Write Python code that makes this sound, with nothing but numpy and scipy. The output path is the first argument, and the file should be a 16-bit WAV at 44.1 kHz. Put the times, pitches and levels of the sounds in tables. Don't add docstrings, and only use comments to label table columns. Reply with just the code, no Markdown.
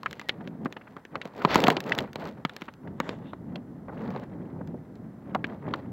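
import sys
import numpy as np
from scipy import signal
from scipy.io import wavfile
from scipy.ndimage import uniform_filter1d

SR = 44100
rng = np.random.default_rng(int(sys.argv[2]) if len(sys.argv) > 2 else 0)


def store_pcm(level_fs):
    pcm = np.round(np.clip(level_fs, -1, 1) * 32767).astype(np.int16)
    wavfile.write(sys.argv[1], SR, np.atleast_2d(pcm).T)


N = 261072
TIME = np.arange(N) / SR
AGE = np.arange(SR // 16) / SR
BLOW = np.sqrt(.01 / AGE[-1])

# start_s, ring_hz, wood_db, thump_db, crack_db, tick_db
SNAP_EVENTS = [(0.032, 1070, -39, -56, -62, -45.5), (0.0598, 1327, -25, -47, -70, -49),
               (0.129, 1700, -43, -72, -66, -45), (0.1958, 2040, -38.5, -51, -60, -42.5),
               (0.214, 1130, -43, -60, -56, -50), (0.293, 2060, -27.5, -43, -25.5, -47),
               (0.4743, 1660, -49, -37.5, -49, -56), (0.6576, 1170, -30.5, -26.5, -57, -57),
               (0.7248, 1860, -48, -50, -48, -48), (0.966, 1170, -41.5, -42, -59.5, -60.5),
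               (1.0515, 1660, -48, -47.5, -78, -55), (1.1549, 1220, -30.5, -34, -42.5, -61),
               (1.2152, 2020, -36.5, -59, -44.5, -53), (1.254, 680, -49, -36, -50.5, -48),
               (1.419, 1330, -35.5, -51, -51.5, -66), (1.4488, 1012, -16.5, -18.5, -28.5, -58),
               (1.5567, 1026, -18.5, -17.5, -37, -23.5), (1.6389, 835, -26.5, -21.5, -26.5, -29.5),
               (1.6692, 1336, -27, -32, -26.5, -39), (1.6819, 740, -15, -17, -34, -28.5),
               (1.7022, 1630, -29, -26, -30.5, -29), (1.767, 2180, -34.5, -27, -30.5, -66),
               (1.9207, 1920, -21.5, -45, -34.5, -59), (1.987, 2090, -32.5, -42, -29, -32),
               (2.157, 790, -38.5, -36, -40.5, -46), (2.45, 1265, -27.5, -26.5, -33.5, -40),
               (2.495, 1430, -41.5, -70, -46, -53.5), (2.6192, 1310, -40.5, -36.5, -45.5, -51),
               (3.0012, 1155, -26.5, -26.5, -39, -40), (3.0915, 990, -38, -32, -39.5, -43),
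               (3.333, 1040, -39, -39, -58, -75), (3.5571, 700, -44.5, -42, -41.5, -55),
               (4.1614, 870, -36.5, -35, -54.5, -64), (5.3482, 1180, -27.5, -31, -40.5, -47.5),
               (5.354, 756, -23.5, -59, -76, -80), (5.4424, 1670, -29, -32.5, -45.5, -72),
               (5.7377, 1154, -27.5, -35.5, -37, -54)]
# start_s, ring_hz, level_db
CRUNCH_EVENTS = [(0.406, 1020, -46), (0.764, 885, -37), (0.811, 1560, -50), (0.871, 1320, -48),
                 (1.776, 594, -32.5), (2.2135, 670, -42), (2.681, 1180, -38), (2.874, 805, -44.5),
                 (3.881, 750, -41), (3.893, 745, -40), (4.148, 550, -35), (4.607, 840, -40),
                 (4.742, 442, -36.5), (5.677, 649, -34.5)]
# start_s, level_db
FLICK_EVENTS = [(0.11, -46), (0.2871, -41.5), (0.6489, -51), (1.5443, -29.5), (1.549, -35), (1.6028, -33),
                (1.8038, -37.5), (1.8395, -51), (1.895, -43), (1.95, -43.5), (1.9801, -41.5), (2.005, -46),
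                (2.131, -49.5), (2.254, -50), (2.5643, -42), (2.6112, -53.5), (2.738, -58.5),
                (4.104, -55.5), (4.237, -61.5), (4.674, -58.5), (4.955, -64), (5.468, -58)]

THUMP_SPECTRUM = [(50, -40), (160, 5), (520, 0.5), (1100, -15.5), (3000, -86.5)]
# multiple_of_ring_pitch, density_db (dB per Hz)
WOOD_SPECTRUM = [(.3, -20.5), (.9, 5.5), (1.7, 1.5), (2.8, -21), (7, -57.5)]
CRACK_SPECTRUM = [(1600, -6.5), (3000, 2.5), (4300, -3.5), (5600, -19), (7400, -23.5), (9700, -57)]
TICK_SPECTRUM = [(2200, 13.5), (4500, 10), (7400, 2.5), (9700, -15), (12500, -4)]
CRACKLE_SPECTRUM = [(500, -4.5), (1900, 12), (4400, -1), (7500, -18.5), (9700, -36.5), (13000, -11)]
RUMBLE_SPECTRUM = [(20, -27), (100, -7), (170, -1.5), (260, -4.5), (420, -16), (900, -27.5), (2500, -85.5)]
CRUSH_SPECTRUM = [(50, -49.5), (200, -16.5), (420, 7.5), (1100, -4), (2000, -13), (2900, -35), (6000, -72)]
SWISH_SPECTRUM = [(1400, -11), (2200, 1), (4400, -3.5), (5700, -21.5), (7700, -20), (9700, -36.5),
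                  (13000, -21)]

# start_s, hold_s, force_db, dryness_db (drive of swish over crushing)
PUSH_EVENTS = [(0.026, 0.22, -53.5, -5.5), (0.313, 0.16, -50, -18), (0.393, 0.16, -57.5, -36),
               (0.62, 0.044, -52, -38), (0.702, 0.3, -56, -14.5), (1.145, 0.023, -45.5, -21),
               (1.257, 0.0074, -42.5, -11), (1.389, 0.22, -37, -12), (1.571, 0.14, -27.5, -11.5),
               (1.725, 0.052, -39, -15), (1.868, 0.16, -34, -13.5), (2.212, 0.063, -37.5, -11),
               (2.385, 0.01, -48, -20), (2.506, 0.043, -51.5, -10), (2.58, 0.086, -56, -6.5),
               (2.862, 0.012, -49, -23), (3.04, 0.082, -43.5, -16), (3.173, 0.11, -50.5, -18.5),
               (3.523, 0.053, -49.5, -31), (3.947, 0.29, -43.5, -17), (4.014, 0.062, -40.5, -20),
               (4.321, 0.24, -55, -34), (5.273, 0.14, -51, -25), (5.473, 0.068, -44, -18.5),
               (5.627, 0.04, -48.5, -25), (5.688, 0.061, -41.5, -26), (5.748, 0.055, -46.5, -11.5)]
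SWELL_DB_PER_S, RELEASE_DB_PER_S = 331, 283.5
HEFT_DB, HEFT_PER_FORCE, HEFT_PER_DRYNESS = -15, 0.88, 0.66
CLUMPS_PER_S = 90
# time_s, level_db
LOW_RUMBLE_LEVEL = [(0, -47), (1.0, -57.5), (2.3, -48), (2.79, -54), (2.88, -40.5), (3.43, -46),
                    (4.45, -39), (5.12, -43.5), (5.9, -38.5)]
STIR_DB = -20

# time_s, level_db
TEAR_LEVEL = [(1.474, -52), (1.492, -32.5), (1.517, -26.5), (1.55, -27.5), (1.58, -36), (1.635, -54.5)]
FIBRE_SPECTRUM = [(200, -4), (900, -1), (4400, -14), (6800, -32.5), (9700, -59), (12500, -42.5)]
# start_s, hold_s, lower_band_hz, level_db
RASP_EVENTS = [(2.49, 0.21, 2980, -72), (3.032, 0.096, 2810, -61.5), (3.042, 0.059, 1530, -52.5),
               (3.05, 0.071, 5600, -71), (3.276, 0.019, 2820, -63), (5.69, 0.073, 2650, -68.5)]
RASP_WIDTH, RASP_PAIR = 0.13, 1.24
# time_s, pitch_hz, peak_level_db
WHISTLE_NOTE = [(0.229, 2050, -53), (.256, 1884, -66), (.272, 1900, -52), (.33, 1910, -54.5)]

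AIR_SPECTRUM = [(1000, 1), (2000, -6), (2400, -18.5), (9000, -28), (15000, -26.5)]
WIDE_HISS_SPECTRUM = [(450, -33.5), (1400, 13.5), (2400, -0.5), (15000, -0.5)]
AIR_DB, WIDE_HISS_DB = -61.5, -79
EDGE_HZ = 16000


def snaps():
    mix = np.zeros(N)
    for table, sound in (SNAP_EVENTS, snap), (CRUNCH_EVENTS, crunch), (FLICK_EVENTS, flick):
        for start, *row in table:
            add(mix, start, sound(*row))
    return mix


def snap(hz, wood_db, thump_db, crack_db, tick_db, fracture_db=-4, shake_db=-24):
    root_swing = unit(np.sin(2 * np.pi * AGE / 0.0061) * dying(t60=0.0027))
    tug = root_swing + 6.7 * unit(burst(t60=0.023))
    thump = amp(thump_db) * colour(tug, THUMP_SPECTRUM)
    skin = amp(fracture_db) * fracture()
    parting = unit(burst(t60=0.018))
    shake = amp(shake_db) * unit(burst(t60=0.083))
    crack = amp(crack_db) * colour(skin + parting + shake, CRACK_SPECTRUM)
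    tick = amp(tick_db) * colour(skin + unit(burst(t60=0.0034)), TICK_SPECTRUM)
    wood = amp(wood_db) * stalk(hz)
    return (thump + wood + crack + tick) * BLOW


def stalk(hz, ring_cycles=20, rise_s=0.00027, splinter_t60=0.031, splinter_db=-2, upper_db=-10):
    upper_hz = hz * rng.uniform(1.14, 1.2)
    lower, upper = (np.sin(2 * np.pi * f * AGE) * dying(ring_cycles / f) for f in (hz, upper_hz))
    onset = (1 - np.exp(-AGE / rise_s)) ** 2
    ring = unit((lower + amp(upper_db) * upper) * onset)
    spectrum = [(hz * multiple, db) for multiple, db in WOOD_SPECTRUM]
    splinters = colour(burst(splinter_t60), spectrum)
    return unit(ring + amp(splinter_db) * splinters)


def fracture():
    return unit(np.exp(-((AGE - 0.0012) / 0.00002) ** 2))


def burst(t60, rise_s=0.00066):
    return rng.standard_normal(len(AGE)) * dying(t60) * (1 - np.exp(-AGE / rise_s))


def crunch(hz, db, gap_s=0.00253, spread=0.326, tug_db=-5, count=3):
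    stems = np.zeros(len(AGE))
    for k in range(count):
        stem_hz = hz * np.exp(spread * rng.standard_normal())
        add(stems, k * gap_s, stalk(stem_hz))
    tug = amp(tug_db) * colour(burst(t60=0.045), THUMP_SPECTRUM)
    return amp(db) * (unit(stems) + tug) * BLOW


def flick(db, body_db=-3):
    tick = colour(fracture() + unit(burst(t60=0.00346)), TICK_SPECTRUM)
    crackle = amp(body_db) * colour(burst(t60=0.022), CRACKLE_SPECTRUM)
    return amp(db) * (tick + crackle) * BLOW


def tear():
    fibres = grains(per_s=5000, spread_db=4, smooth=.3)
    level_db = np.interp(TIME, *np.transpose(TEAR_LEVEL), left=-np.inf, right=-np.inf)
    return amp(level_db) * colour(fibres, FIBRE_SPECTRUM)


def rustle(crush_clump_db=2, swish_clump_db=2.45, lumps_db=2.87, crush_trim_db=-3, swish_trim_db=-8.5):
    low, heaving, crushing, swishing = movement()
    slips = grains(per_s=1100, spread_db=4, smooth=.7)
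    buckles = grains(per_s=120, spread_db=4.5, smooth=0)
    rumble = colour(rng.standard_normal(N), RUMBLE_SPECTRUM) * amp(lumps_db * wander(per_s=8.5))
    heave = unit(band(colour(rng.standard_normal(N), RUMBLE_SPECTRUM), low_hz=127, high_hz=1980))
    crush = colour(slips, CRUSH_SPECTRUM) + .8 * small_stems()
    tips = .6 * colour(buckles, TICK_SPECTRUM) + .4 * colour(buckles, CRACKLE_SPECTRUM)
    swish = colour(slips, SWISH_SPECTRUM) + tips
    crush_gain = amp(crush_trim_db + crush_clump_db * wander(CLUMPS_PER_S)) * crushing
    swish_gain = amp(swish_trim_db + swish_clump_db * wander(CLUMPS_PER_S)) * swishing
    return low * rumble + heaving * heave + crush_gain * crush + swish_gain * swish


def movement():
    low = amp(np.interp(TIME, *np.transpose(LOW_RUMBLE_LEVEL)))
    power = np.outer([0, amp(STIR_DB), 0], low) ** 2
    for start, hold, force_db, dry_db in PUSH_EVENTS:
        heft_db = HEFT_DB + HEFT_PER_FORCE * force_db - HEFT_PER_DRYNESS * dry_db
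        drives = amp([heft_db, force_db, force_db + dry_db])
        power += np.outer(drives, swell(start, hold)) ** 2
    return low, *np.sqrt(power)


def swell(start, hold):
    before = np.maximum(start - TIME, 0)
    after = np.maximum(TIME - start - hold, 0)
    return amp(-SWELL_DB_PER_S * before - RELEASE_DB_PER_S * after)


def small_stems(low_hz=420, high_hz=2200, count=14):
    stems = []
    for hz in np.geomspace(low_hz, high_hz, count):
        buckles = grains(per_s=16, spread_db=2.5, smooth=0)
        stems.append(signal.oaconvolve(buckles, stalk(hz) / hz)[:N])
    return unit(sum(stems))


def rasps():
    slips = grains(per_s=900, spread_db=3, smooth=.7)
    edges = np.array([1 - RASP_WIDTH / 2, 1 + RASP_WIDTH / 2])
    mix = np.zeros(N)
    for start, hold, hz, db in RASP_EVENTS:
        lower = band(slips, *hz * edges)
        upper = band(slips, *hz * RASP_PAIR * edges)
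        mix += amp(db) * swell(start, hold) * unit(lower + upper)
    return mix


def whistle(waver=0.0054):
    s, hz, db = np.transpose(WHISTLE_NOTE)
    gate = uniform_filter1d(1. * (TIME > s[0]) * (TIME < s[-1]), size=500)
    level = amp(np.interp(TIME, s, db)) * gate
    pitch_hz = np.interp(TIME, s, hz) * (1 + waver * wander(per_s=110))
    return level * np.sin(2 * np.pi * np.cumsum(pitch_hz) / SR)


def air():
    shared, apart = rng.standard_normal((2, N))
    side = amp(WIDE_HISS_DB) * colour(apart, WIDE_HISS_SPECTRUM)
    return amp(AIR_DB) * colour(shared, AIR_SPECTRUM) + np.array([side, -side])


def microphones(x, lean_db=-19, skew_samples=0.022):
    side = amp(lean_db) * band(x, low_hz=1134, high_hz=2970)
    side = side + skew_samples / 2 * np.gradient(x)
    return np.array([x + side, x - side])


def amp(db):
    return 10 ** (np.asarray(db) / 20)


def unit(x):
    return x / np.sqrt(np.mean(x ** 2) + 1e-20)


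def add(mix, s, sound):
    part = mix[max(round(s * SR), 0):][:len(sound)]
    part += sound[:len(part)]


def colour(x, points, size=2048):
    hz, db = np.transpose(points)
    bins_hz = abs(np.fft.fftfreq(size, 1 / SR)) + 1
    log_gain = np.log(amp(np.interp(np.log(bins_hz), np.log(hz), db)))
    spectrum = np.exp(np.conj(signal.hilbert(log_gain)))
    response = np.fft.ifft(spectrum).real[:size // 2]
    return unit(signal.fftconvolve(x, response)[:len(x)])


def band(x, low_hz, high_hz):
    return signal.sosfilt(signal.butter(2, [low_hz, high_hz], "bandpass", fs=SR, output="sos"), x)


def dying(t60):
    return np.exp(-np.log(1000) * AGE / t60)


def wander(per_s):
    knots = rng.standard_normal(N // 50)
    return unit(np.interp(TIME * per_s, np.arange(len(knots)), knots))


def grains(per_s, spread_db, smooth):
    size = amp(spread_db * np.minimum(rng.exponential(1, N), 3))
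    struck = rng.random(N) < per_s / SR
    clicks = size * rng.choice([-1, 1], N) * struck
    return unit(clicks) + smooth * rng.standard_normal(N)


def scene():
    return microphones(snaps() + tear() + rustle() + rasps() + whistle()) + air()


def record(dry, low_cut_hz=50):
    lean = signal.sosfilt(signal.butter(2, low_cut_hz, "highpass", fs=SR, output="sos"), dry)
    low_pass = signal.firwin(255, EDGE_HZ, window=("kaiser", 9), fs=SR)
    return signal.oaconvolve(lean, low_pass[None], "same")


dry = scene()
out = record(dry)
store_pcm(out)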